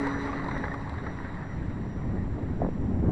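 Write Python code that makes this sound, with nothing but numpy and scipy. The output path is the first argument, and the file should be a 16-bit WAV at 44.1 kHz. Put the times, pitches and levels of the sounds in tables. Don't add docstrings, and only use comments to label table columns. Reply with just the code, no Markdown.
import sys
import numpy as np
from scipy import signal
from scipy.fft import rfft, irfft, next_fast_len
from scipy.io import wavfile
from scipy.ndimage import uniform_filter1d, map_coordinates

SR = 44100
rng = np.random.default_rng(int(sys.argv[2]) if len(sys.argv) > 2 else 0)


def ratio_of_db(decibels):
    return 10 ** (np.asarray(decibels, float) / 20)


def transcribe(u):
    v = np.clip(np.atleast_2d(u).T, -1, 1)
    q = np.round(v * 32767).astype(np.int16)
    wavfile.write(sys.argv[1], SR, q)


N = 137151

# time_s, turns_hz
SHAFT_SPEED = [(0, 139.55), (.11, 139.3), (.4, 138.75), (.5, 138.4), (.62, 138.3), (.81, 137.6),
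               (1.08, 137.1), (1.5, 136.95), (2.2, 136.65), (3.11, 136.75)]
# time_s, level_db
PLANE_LEVEL = [(0.01, -37), (0.14, -39.5), (0.59, -44), (0.7, -45), (1.56, -50), (1.71, -51.5),
               (1.9, -54.5), (2.5, -56), (2.83, -59.5), (3.09, -65)]
# time_s, gain_db
WHINE_SWELL = [(0, -7), (.11, 1.5), (.3, -3), (.43, -10), (.54, -2), (.8, -3), (.92, -13), (1.1, -1.5),
               (1.32, -10), (1.52, 0), (1.64, -11), (1.93, 1.5), (2.24, -7), (2.75, -2.5), (3.11, 0)]
# shaft_order, level_db over the rush, fade_ratio to that of the rush
BLADE_TONES = [(1, -10, 0.76), (2, 7, 1.82), (3, -2.5, 1.64), (4, -18, 1.2), (6, -10.5, 1.3),
               (8, -11.5, 1.2)]
# shaft_order, level_db over the rush
POLE_TONES = [(7, -14.5), (14, -15), (28, -26), (56, -47.5)]
# pitch_hz, level_db
RUSH_COLOUR = [(150, -12.5), (400, 2.5), (1100, 0), (2100, -7.5), (2700, -22), (5000, -29.5), (10000, -56),
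               (10400, -62.5)]
# pitch_hz, width_hz, gain_db
PORT_RESONANCES = [(926, 87, 2), (1885, 169, 7.5), (3930, 252, 10.5), (5870, 190, 5.5), (7640, 560, 11),
                   (9600, 740, 16)]
# start_s, peak_db, pitch_hz
FLOAT_SLAPS = [(0.068, -22.5, 921), (0.26, -41.5, 765), (0.296, -26, 1100), (0.331, -23, 1140),
               (0.396, -28, 1034), (0.442, -31, 860), (0.486, -23.5, 952), (0.512, -24, 1974),
               (0.567, -27, 1868), (0.639, -22.5, 1628), (0.653, -24.5, 1960), (0.718, -28.5, 1764),
               (0.741, -25.5, 1120), (0.895, -38.5, 936), (0.983, -30, 1630), (1.067, -26, 1280),
               (1.203, -35, 958), (1.249, -29, 1480), (1.307, -42.5, 920), (1.446, -41, 1695)]
# start_s, peak_db
SPRAY_SPITS = [
    (0.0703, -36.5),
    (0.4435, -42),
    (0.4849, -45.5),
    (0.5784, -41),
    (0.7398, -43.5),
    (0.8944, -40.5),
    (1.064, -58),
]
# pitch_hz, level_db
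LAKE_COLOUR = [(100, -2.5), (1000, 0), (2000, -3.5), (2700, -10), (4000, -20), (5500, -21), (10000, -33.5),
               (10400, -61)]
# time_s, strength_db, head_on_gain_db
WIND_GUSTS = [(0.01, -36, 0), (0.22, -38, 3), (0.65, -33, 1.5), (0.68, -35.5, -3), (1.33, -36.5, 1.5),
              (1.36, -37.5, 0.5), (1.39, -34.5, -0.5), (1.46, -37.5, -3), (1.5, -33, -4.5),
              (1.58, -34, 1.5), (1.7, -31.5, -1), (1.72, -32.5, 0), (2.01, -34.5, 1.5), (2.02, -31, -0.5),
              (2.58, -31.5, 1), (2.65, -27.5, 3), (2.7, -32.5, 0), (3.1, -25.5, 0)]
# pitch_hz, level_db
RUMBLE_COLOUR = [(15, 0), (35, -4), (80, 2), (160, -3), (300, -14), (500, -31), (1000, -37), (2300, -47.5)]
# pitch_hz, level_db
FLUTTER_COLOUR = [(90, -21), (190, 3), (300, -1.5), (480, -13), (1000, -21.5), (2000, -46.5)]
# pitch_hz, level_db rms
CAMERA_TONES = [(7350, -81), (7376, -89), (7298, -92), (7246, -95), (7324, -94), (7402, -94), (7428, -96),
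                (10706, -86)]
# start_s, peak_db, pitch_hz, length_cycles
CASE_CREAKS = [(2.536, -30.5, 450, 1.2), (2.603, -27, 595, 1.3), (2.619, -13.5, 653, 2.8),
               (2.627, -25, 440, 2.7), (2.639, -14, 330, 0.63), (2.645, -35, 450, 0.94),
               (2.649, -13.5, 450, 0.51), (2.665, -17, 577, 0.69), (2.668, -20, 427, 1.2),
               (2.689, -16.5, 384, 1), (3.091, -27.5, 700, 4)]


def unit(x):
    return x / np.sqrt(np.mean(x ** 2) + 1e-20)


def along(points, hz):
    f, v = np.transpose(points)
    return np.interp(np.log(hz + 1), np.log(f + 1), v, right=-120)


def curve(rows):
    return np.interp(np.arange(N) / SR, *np.transpose(rows))


def wobble(rate_hz):
    return map_coordinates(rng.standard_normal(400), [np.arange(N) * rate_hz / SR])


def filtered(x, response):
    m = next_fast_len(N + 8192)
    return irfft(rfft(x, m) * response(np.fft.rfftfreq(m, 1 / SR)), m)[:N]


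def patchy(colour, patchy_db, gate=1):
    z = signal.stft(rng.standard_normal(N + 512), nperseg=512)[2]
    field = uniform_filter1d(rng.standard_normal(z.shape), size=5, axis=0)
    field = uniform_filter1d(field, size=6, axis=1)
    x = signal.istft(z * ratio_of_db(patchy_db * unit(field)), nperseg=512)[1][:N]
    return unit(filtered(x * gate, lambda hz: ratio_of_db(along(colour, hz))))


def bursts(s, peak, hz, life_s, noisy):
    t = np.arange(2048) / SR
    u = t / life_s[:, None]
    ring = np.sin(2 * np.pi * hz[:, None] * t * (1 + 0.015 * u))
    ring = ring + noisy * rng.standard_normal((len(s), len(t)))
    rows = peak[:, None] * ring * 5 * u * np.exp(-2 * u)
    at = np.round(s * SR).astype(int)[:, None] + np.arange(len(t))
    return np.bincount(at.ravel(), rows.ravel(), N + 2 * len(t))[:N]


def through_port(x, share=1):
    def response(hz):
        db = sum(gain * np.exp(-.5 * ((hz - c) / w) ** 2) for c, w, gain in PORT_RESONANCES)
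        return ratio_of_db(share * db)
    return filtered(x, response)


def shaft_angle():
    speed_hz = curve(SHAFT_SPEED) * (1 + 0.00017 * wobble(44))
    return 2 * np.pi * np.cumsum(speed_hz) / SR


def shaft_tone(turn, order, db, waver_db):
    gain = np.sqrt(2) * ratio_of_db(db + waver_db * wobble(20))
    return gain * np.sin(order * turn + rng.uniform(0, 4.68))


def propeller(turn, far_db):
    return sum(shaft_tone(turn, k, db + fade * far_db, 1.1) for k, db, fade in BLADE_TONES)


def motor_poles(turn, far_db):
    return ratio_of_db(far_db) * sum(shaft_tone(turn, k, db, 2) for k, db in POLE_TONES)


def motor_whine(turn, far_db):
    return ratio_of_db(0.58 * far_db + curve(WHINE_SWELL)) * shaft_tone(turn, 42, -25.5, 1.1)


def blade_rush(turn):
    chop = 0.22
    return ratio_of_db(2 + 0.99 * wobble(25)) * patchy(RUSH_COLOUR, 2.63, gate=1 + chop * np.cos(2 * turn))


def plane():
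    level_db = curve(PLANE_LEVEL)
    far_db = level_db - level_db[0]
    turn = shaft_angle()
    tones = propeller(turn, far_db) + motor_poles(turn, far_db) + motor_whine(turn, far_db)
    return ratio_of_db(level_db[0]) * tones, ratio_of_db(level_db) * blade_rush(turn)


def float_slaps():
    s, db, hz = np.transpose(FLOAT_SLAPS)
    life_s = np.full(len(s), 0.014 / 2)
    return bursts(s - .002, ratio_of_db(db - 5.5), hz, life_s, 2.15)


def drops():
    drops_per_s, pitch_hz, level_db, lift_off_s = 110, 1555, -10, 1.8
    draw = rng.random((300, 3))
    s = np.cumsum(-np.log(draw[:, 0] + 1e-9)) / drops_per_s
    db = np.interp(s, *np.transpose(PLANE_LEVEL)) + level_db
    db = db - 6.3 * np.log(draw[:, 1] + 0.0089)
    size = ratio_of_db(db) / (1 + np.exp((s - lift_off_s) / 0.36))
    hz = pitch_hz * np.exp(1.1 * (draw[:, 2] - .5))
    return bursts(np.minimum(s, N / SR), size, hz, 2.1 / hz, 1.5)


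def spray():
    water = float_slaps() + drops()
    return filtered(water, lambda f: ratio_of_db(along(RUSH_COLOUR, f)) / (1 + (f / 6000) ** 3))


def spits():
    s, db = np.transpose(SPRAY_SPITS)
    life_s = np.full(len(s), 0.0035)
    x = bursts(s - .001, ratio_of_db(db + 23), 0 * s, life_s, 1)
    return filtered(x, lambda f: ratio_of_db(along(RUSH_COLOUR, f)) / (1 + (2600 / (f + 1)) ** 6))


def lake():
    return ratio_of_db(-57) * through_port(patchy(LAKE_COLOUR, 0.59), share=0.25)


def evened(x, span_s):
    power = np.abs(uniform_filter1d(x ** 2, size=max(1, int(span_s * SR))))
    return unit(x / (power + .05) ** (.22 / 2))


def wind():
    s, strength, facing = np.transpose(WIND_GUSTS)
    db = curve(np.transpose([s, strength]))
    head_on_db = curve(np.transpose([s, facing]))
    rumble = evened(patchy(RUMBLE_COLOUR, 0.21), 0.12)
    lumps = ratio_of_db(1.5 * wobble(29.98))
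    flutter = lumps * evened(patchy(FLUTTER_COLOUR, 1.3), 0.12)
    flutter_db = db.mean() - 6 + head_on_db + 1.48 * (db - db.mean())
    return ratio_of_db(db) * rumble + ratio_of_db(flutter_db) * flutter


def camera_tones():
    t = np.arange(N) / SR
    return sum(np.sqrt(2) * ratio_of_db(db) * np.sin(2 * np.pi * hz * t + rng.uniform(0, 6.7))
               for hz, db in CAMERA_TONES)


def case():
    s, db, hz, cycles = np.transpose(CASE_CREAKS)
    x = bursts(s - .001, ratio_of_db(db - 2.5), hz, 0.68 * cycles / hz, 0.57)
    return filtered(x, lambda f: 1 / (1 + (f / 1300) ** 4.5))


def scene():
    tones, rush = plane()
    air = through_port(rush + spray() + spits())
    return (air + lake() + tones + wind() + case())[None]


def treble_gaps(x):
    from_hz, to_hz, share, gap_db, scatter_db = 5200, 10200, .4, -30, 4
    hz, _, z = signal.stft(x, SR, nperseg=2048, noverlap=1536)

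    def smooth(v):
        return uniform_filter1d(uniform_filter1d(v, size=3, axis=0), size=11, axis=1)

    db = 10 * np.log10(smooth(np.abs(z[0]) ** 2) + 1e-20)
    db = db + 3.5 * np.log2(hz[:, None] / from_hz + .01)
    db = db + scatter_db * unit(smooth(rng.standard_normal(db.shape)))
    band = (hz > from_hz) & (hz < to_hz)
    db = db - .5 * np.median(db[band], axis=0)
    drop = band[:, None] * (db < np.quantile(db[band], share))
    return signal.istft(z * ratio_of_db(gap_db * drop), SR, nperseg=2048, noverlap=1536)[1][:, :N]


def low_pass(x):
    return signal.sosfilt(signal.butter(12, 10917, fs=SR, output="sos"), x)


def record(dry):
    mix = treble_gaps(dry - dry.mean() + camera_tones()) - .0012
    return low_pass(mix)


dry = scene()
out = record(dry)
transcribe(out)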